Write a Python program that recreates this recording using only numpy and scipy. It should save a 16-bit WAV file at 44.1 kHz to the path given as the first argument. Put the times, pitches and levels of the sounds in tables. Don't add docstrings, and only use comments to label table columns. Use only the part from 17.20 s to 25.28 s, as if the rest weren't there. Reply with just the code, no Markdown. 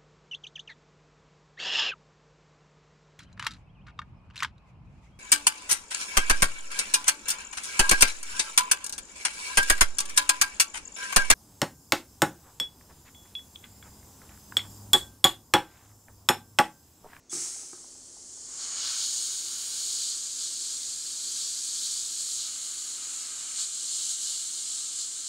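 import sys
import numpy as np
from scipy import signal
from scipy.fft import rfft, irfft, next_fast_len
from scipy.io import wavfile

SR = 44100
rng = np.random.default_rng(int(sys.argv[2]) if len(sys.argv) > 2 else 0)


def put_to_file(sound):
    columns = np.atleast_2d(sound).T
    safe = np.clip(columns, -1, 1)
    whole_steps = np.round(safe * 32767)
    wavfile.write(sys.argv[1], SR, whole_steps.astype(np.int16))


def rack_gain(trim_db):
    fader = np.asarray(trim_db, float)
    return 10 ** (fader / 20)


N = 356328
SIZE = next_fast_len(N, True)
HZ = np.arange(SIZE // 2 + 1) * SR / SIZE + 1e-3


def rms_one(x):
    return x / np.sqrt(np.mean(x ** 2) + 1e-20)


def in_time(rows):
    s, *columns = np.transpose(rows)
    return [np.interp(np.arange(N) / SR, s, column) for column in columns]


def ramp(start_s, end_s):
    return np.clip((np.arange(N) / SR - start_s) / (end_s - start_s), 0, 1)


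def colour(points):
    hz, db = np.transpose(points)
    return rack_gain(np.interp(np.log(HZ), np.log(hz), db))


def drift(rate):
    r = np.exp(-40 * np.pi * rate / SR)
    noise = rng.standard_normal(N // 20 + 4002)
    slow = signal.lfilter([1], [1, -2 * r, r * r], noise)[4000:]
    return np.interp(np.arange(N) / 20, np.arange(len(slow)), rms_one(slow - slow.mean()))


def strike(times, peaks_db, modes, contact_ms):
    out = np.zeros(N)
    spread = rng.standard_normal((len(times), len(modes)))
    for (hz, db, t60), chance in zip(modes, spread.T):
        clicks = np.full(N, 1e-18)
        clicks[(np.array(times) * SR).astype(int)] = rack_gain(np.array(peaks_db) + db + 1.5 * chance)
        r = rack_gain(-60 / (t60 * SR))
        w = 2 * np.pi * hz / SR
        swell = np.hanning(round(contact_ms * SR / 1000) + 3)
        push = swell / swell.sum() * 2 * np.cos(w * np.arange(len(swell)))
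        pushes = np.convolve(clicks, push)[:N]
        out += signal.lfilter([0, np.sin(w)], [1, -2 * r * np.cos(w), r * r], pushes)
    return out


# start_s, level_db
ROOM = [(0, -63.5), (.1, -62.5), (.2, -61), (1.2, -60), (3, -61), (5, -62.5), (8.08, -64.5)]
# pitch_hz, density_db (dB per Hz)
ROOM_COLOUR = [(12, -41), (20, -6), (81, -5.0), (201, -9.5), (255, -7), (303, -5.5), (349, 0.5),
               (397, -9.5), (445, -3.5), (492, -9.0), (600, -9.5), (780, -39), (1320, -120)][:-1]
# pitch_hz, density_db (dB per Hz)
ROOM_TOP = [(800, -14.5), (1500, -19), (3200, -23.5), (5000, -18), (6500, -11.5), (8000, -19), (10000, -29),
            (16000, -42)]
# pitch_hz, level_db (rms)
HUM = [(259.5, -73), (872, -84)]


def workshop():
    room = colour(ROOM_COLOUR[:-1] + ROOM_TOP)
    rumble = rms_one(irfft(rfft(rng.standard_normal(SIZE)) * room, SIZE)[:N])
    turning = np.cumsum(1 + 0.00385 * drift(5.0)) / SR
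    lines = np.zeros(N)
    for hz, db in HUM:
        lines += rack_gain(db + 4 + 0.3 * drift(3.1)) * np.sin(2 * np.pi * hz * turning)
    level_db = in_time(ROOM)[0]
    return rack_gain(level_db) * rumble + rack_gain(0.83 * (level_db - level_db.mean())) * lines


# start_s, body_db (hollow peak), rap_db (hard peak)
KNOCKS = [(.127, -32, -43), (.147, -34, -48), (.168, -37, -52), (.178, -36, -53), (.197, -42, -58),
          (.212, -43, -58), (.222, -43, -60), (.24, -48, -62), (.262, -45, -60), (.43, -49, -56),
          (.529, -38, -45), (.548, -50, -54), (.575, -52, -57), (.605, -51, -62)]
# pitch_hz, level_db, t60_s
BODY = [(140, -24, .05), (300, -9, .035), (352, 0, .04), (410, -10, .03)]
# pitch_hz, level_db, t60_s
RAP = [(800, -5, .03), (1090, -7, .05), (1265, 0, .035), (1550, -4, .025), (1950, -11, .02),
       (2300, -11, .02), (3100, -15, .012), (3900, -18, .01)]
# start_s, peak_db
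TAPS = [(.255, -50), (.36, -53), (.43, -54), (.641, -49.5), (.75, -54), (.966, -51), (1.172, -56),
        (1.288, -55)]
# pitch_hz, level_db, t60_s
COIL = [(560, -5, .025), (800, 0, .03), (1020, -2, .025), (1450, -12, .02)]
# pitch_hz, level_db, t60_s
THUMP = [(136.5, -59, 0.19), (203, -51, 0.095)]


def hose():
    s, body_db, rap_db = np.transpose(KNOCKS)
    dry = strike(s, body_db, BODY, contact_ms=8)
    dry = dry + strike(s, rap_db, RAP, contact_ms=2)
    dry = dry + strike(*np.transpose(TAPS), COIL, contact_ms=2.5)
    dry = dry + strike(s[:3], [0, -3, -5], THUMP, contact_ms=12)
    lag = np.arange(SR // 2) / SR
    walls = rng.standard_normal(len(lag)) * rack_gain(-60 * lag / .3) * np.clip(lag / .02, 0, 1)
    return dry + rack_gain(-37) * signal.fftconvolve(dry, walls)[:N]


# start_s, peak_db
VALVE_TICKS = [
    (.0945, -35),
    (.1035, -36),
]
# pitch_hz, level_db, t60_s
VALVE = [(3435, -21, .07), (5600, -14, .01), (6400, 0, .014), (7060, -7, .012), (9700, -15, .04)]


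def valve():
    return strike(*np.transpose(VALVE_TICKS), VALVE, contact_ms=4.2)


ZONE_HZ = [700, 2750, 6000, 9700, 12200, 15700]


def zones(gain):
    noise = rfft(rng.standard_normal(SIZE)) * gain
    steps = [1 / (1 + (hz / HZ) ** 20) for hz in ZONE_HZ[1:5]]
    above = [1 / (1 + (500 / HZ) ** 4)] + steps + [0]
    out = []
    for k in range(5):
        inside = (HZ > ZONE_HZ[k]) & (HZ < ZONE_HZ[k + 1])
        level = np.sqrt(2 * np.sum(np.abs(noise[inside]) ** 2)) / SIZE
        out.append(irfft(noise * (above[k] - above[k + 1]), SIZE)[:N] / level)
    return out


# delay_ms, gain (plain factor)
ECHOES = [(0.432, 0.033), (0.802, 0.0045), (0.932, 0.08), (1.13, -0.035), (1.26, 0.044), (1.498, -0.021),
          (2.431, 0.039), (4.9, -0.032)]


def near_echoes():
    lag = np.arange(1600)
    path = .026 * rng.standard_normal(1600) * (lag > 130) * np.exp(-lag / 500)
    path[0] = 1
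    for ms, gain in ECHOES:
        path[round(ms * SR / 1000)] += gain
    return np.abs(rfft(path, SIZE))


def rings(cavities, lift_db):
    return rack_gain(lift_db * sum(1 / (1 + (2 * (HZ - hz) / width) ** 2) for hz, width, _ in cavities))


# start_s, pitch_hz, level_db (against the hiss)
EDGE = [(0.95, 6960, -3.5), (1.7, 6750, 1.5), (3.79, 7024, -12), (4.72, 6850, -10), (4.98, 7070, -8),
        (5.24, 6840, -4), (5.66, 6960, -6.5), (8.08, 7090, -15)]


def edge_tone(width_hz):
    hz, db = in_time(EDGE)
    low_pass = signal.butter(2, width_hz, fs=SR, output="sos")
    slow = signal.sosfilt(low_pass, rng.standard_normal((2, N)))
    phase = 2 * np.pi * np.cumsum(hz) / SR
    return rack_gain(db) * rms_one(slow[0] * np.cos(phase) + slow[1] * np.sin(phase))


# start_s, level_db
FLOW = [(.3, -51.5), (.8, -49.5), (1.0, -48), (1.33, -40.5), (1.57, -34), (2.0, -32), (2.25, -36),
        (2.48, -36), (2.72, -32), (3.17, -36), (3.96, -35.5), (4.09, -34.5), (4.73, -34), (5.33, -36),
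        (6.32, -37.5), (6.91, -31), (7.34, -35.5), (8.08, -36.5)]
# start_s, treble_db
FACING = [(.1, -1), (.7, -3), (1.22, -13), (1.57, -17), (1.69, -6.2), (2.5, 4.5), (2.7, 0.5), (3.2, -3),
          (3.9, 0.8), (4.45, 1.5), (5.12, 1), (5.7, 3), (5.83, 0), (6.4, -4), (6.75, -2), (7.15, 1),
          (7.7, -3.5), (8.08, -4)]
# start_s, hiss_db, splash_db (lifts), half_length_s
BRUSHES = [(1.434, 1.5, 7, .07), (1.545, -1.2, -3.5, .04), (1.644, -0.5, 7.5, 0.16), (1.834, 0, 5, 0.076),
           (2.854, 1, 3.5, 0.13), (3.222, 2, 4, 0.073), (3.41, 2, 2.5, 0.26), (4.197, 0.8, 2.5, .12),
           (4.46, 1, 0, .06), (4.673, 1.3, 3, 0.16), (5.01, 2.5, 2, .06), (5.133, 4, 2.2, 0.087),
           (5.237, 0.8, 4.5, 0.078), (5.96, 1.7, -0.5, 0.091), (6.409, 6, 9.5, .07), (6.75, 0.3, 2, 0.13),
           (6.978, -3.5, -4, 0.047), (7.098, 0, 2.5, .08), (7.393, 1.5, 2, 0.088), (7.57, 1.9, 3, 0.18),
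           (7.812, 3, 5.5, 0.053), (8.08, .6, 3, 0.021)]
# start_s, end_s, lift_db
SPILLS = [(1.28, 1.8, 8), (2.29, 2.598, 1.5), (5.228, 5.426, 3), (5.43, 5.784, 2), (5.772, 6.462, 5)]
# rush_db, splash_db, shoulder_db, spray_db
BALANCE_DB = [
    (-21, -8.5, -13.5, -30),
    (-26.5, -7, -16, -28),
    (-22, -4.5, -14.5, -25),
    (-24, -5.5, -18.5, -28.5),
    (-23.5, -7, -17.5, -28.5),
]


def jet_levels(shares):
    t = np.arange(N) / SR
    burst_db = -33.7 - 110 * np.maximum(0.13 - t, 0) - 46 * np.maximum(t - 0.23, 0)
    flow_db = 10 * np.log10(rack_gain(burst_db) ** 2 + rack_gain(in_time(FLOW)[0]) ** 2)
    hiss_lift, splash_lift = np.zeros(N), np.zeros(N)
    for s, hiss_db, splash_db, half in BRUSHES:
        touch = np.clip(1 - np.abs(t - s) / half, 0, 1)
        hiss_lift += hiss_db * touch
        splash_lift += splash_db * touch
    edge_s = 0.053
    spill = np.zeros(N)
    for a, b, db in SPILLS:
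        spill += db * (ramp(a - edge_s, a + edge_s) - ramp(b - edge_s, b + edge_s))
    flow_share, facing_share = (-0.65, 0.085, 0.082, -0.035), (0.072, 0.19, 0.71, 0.64)
    extra_flow_db = (flow_db + 35) * shares[2:].sum(axis=0)
    levels = flow_db + np.transpose(BALANCE_DB) @ shares
    levels = levels + np.outer(facing_share, in_time(FACING)[0]) + np.outer(flow_share, extra_flow_db)
    rush, splash, shoulder, spray = levels
    treble_lift = .7 * hiss_lift + 0.27 * splash_lift
    rush = rush + spill + 0.21 * splash_lift
    return rush, splash + splash_lift, flow_db + hiss_lift, shoulder + treble_lift, spray + treble_lift


# start_s, end_s
HANDOVERS = [
    (.4, 0.82),
    (1.25, 1.65),
    (2.55, 2.9),
    (5.1, 5.4),
]
# pitch_hz, density_db (dB per Hz)
FREE = [(350, -47), (600, -17), (981, -24), (1310, -17), (1670, -20), (2320, -18), (3130, -16.5),
        (5640, -1.5), (7210, -5.5), (8380, -6), (11900, -35), (15700, -27)]
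TRICKLE = [(350, -10), (600, -11), (660, -18.5), (778, -16), (942, -14), (1020, -29), (1060, -10),
           (2730, -22), (3010, -16.5), (3790, -16), (4350, -7), (7410, -4.5), (10000, -12.5), (12600, -33),
           (15700, -32)]
CLOSE = [(470, -33), (800, -33.5), (1510, -22), (1990, -31), (2280, -25.5), (2640, -25), (2920, -10),
         (4350, 2.5), (5940, -4), (6730, -0.5), (8960, -4.5), (9780, -21), (11500, -26), (12900, -36),
         (15700, -27)]
BOARD = [(470, -65), (800, -35), (1180, -22.5), (1590, -21), (1990, -27.5), (2640, -19.5), (3150, -8),
         (4300, 1.5), (5450, -4), (7160, -3.5), (8420, -5), (9900, -14.5), (11100, -10.5), (12700, -28.5),
         (15700, -27)]
TURNED = [(350, -54), (600, -29.5), (995, -28.5), (1200, -20.5), (1520, -20.5), (1860, -27), (2590, -22),
          (2930, -10.5), (4290, -2.5), (5950, -8), (7210, -4), (8490, -7), (11300, -28), (12800, -48),
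          (15700, -45)]
# pitch_hz, width_hz, level_db
TRICKLE_RINGS = [(3550, 270, -18), (4980, 100, -8), (5370, 79, -9), (5810, 72, -6), (6710, 100, 0),
                 (7220, 140, -2), (8820, 54, -9)]
# pitch_hz, width_hz, level_db
CAVITIES = [(4450, 78, 0), (4820, 74, 0), (5160, 32, -4), (5710, 110, -3), (6930, 240, 0), (7960, 87, 0),
            (8120, 120, -1), (10400, 190, -12), (10700, 84, -12)]
TURNED_CAVITIES = [(4190, 320, 0), (4640, 46, 0), (4990, 39, -2), (5710, 91, -2), (6480, 57, -3),
                   (7210, 260, 0), (7960, 84, 0), (9390, 140, -6), (10400, 52, -13), (10900, 100, -14)]


def jet(buffet_db, own_db, flutter_db):
    fades = [ramp(a, b) for a, b in HANDOVERS]
    shares = -np.diff([np.ones(N)] + fades + [np.zeros(N)], axis=0)
    colours = [colour(FREE),
               colour(TRICKLE) * rings(TRICKLE_RINGS, lift_db=0.5),
               colour(CLOSE) * rings(CAVITIES, lift_db=3.0),
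               colour(BOARD) * rings(CAVITIES, lift_db=3.5),
               colour(TURNED) * rings(TURNED_CAVITIES, lift_db=2.0)]
    parts = np.zeros((5, N))
    for gain, share in zip(colours, shares):
        parts += np.sqrt(share) * np.array(zones(gain * near_echoes()))
    near = np.clip((np.arange(N) / SR - EDGE[0][0]) / 0.22, 0, 1)
    edge_db = in_time(EDGE)[1]
    parts[2] = (parts[2] + near * edge_tone(width_hz=340)) / np.sqrt(1 + (near * rack_gain(edge_db)) ** 2)
    struck = shares[2:].sum(axis=0)
    buffet = buffet_db * drift(6.5) + flutter_db * drift(130)
    out = np.zeros(N)
    for db, part in zip(jet_levels(shares), parts):
        out += rack_gain(db + struck * (buffet + own_db * drift(21))) * part
    return out * np.clip((np.arange(N) / SR - VALVE_TICKS[0][0]) / 0.038, 0, 1)


def scene():
    mono = workshop() + hose() + valve() + jet(buffet_db=0.38, own_db=0.2, flutter_db=0.31)
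    return np.array([mono, mono])


def top_cut(x):
    return signal.sosfilt(signal.butter(12, 16010, fs=SR, output="sos"), x)


# start_s, low_hz, high_hz, level_db
SPLITS = [(1.36, 7500, 11500, -58), (1.7, 7500, 9200, -41), (1.7, 10300, 11800, -52),
          (2.18, 13800, 15200, -64), (2.3, 10300, 12500, -56), (4.25, 5000, 7600, -42),
          (4.7, 13000, 15000, -68), (4.79, 9600, 11000, -55), (4.88, 8900, 10400, -53),
          (5.83, 13000, 15000, -72), (6.02, 4200, 6400, -46), (6.11, 13000, 15700, -73),
          (6.3, 5600, 7000, -48), (7.27, 6200, 7600, -42), (7.5, 13000, 15000, -73)]


def record(dry):
    side = np.zeros(N)
    swell = np.sin(np.pi * np.arange(2048) / 2048)
    for s, low_hz, high_hz, db in SPLITS:
        band = signal.butter(6, [low_hz, high_hz], "band", fs=SR, output="sos")
        start = round((s * SR - 1122) / 1024) * 1024 + 98
        noise = rms_one(signal.sosfilt(band, rng.standard_normal(2048)))
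        side[start:start + 2048] += rack_gain(db) * swell * noise
    stereo = dry + side * [[1], [-1]]
    mix = irfft(rfft(stereo, SIZE) * (HZ < 15720), SIZE)[:, :N]
    return top_cut(mix)


dry = scene()
out = record(dry)
put_to_file(out)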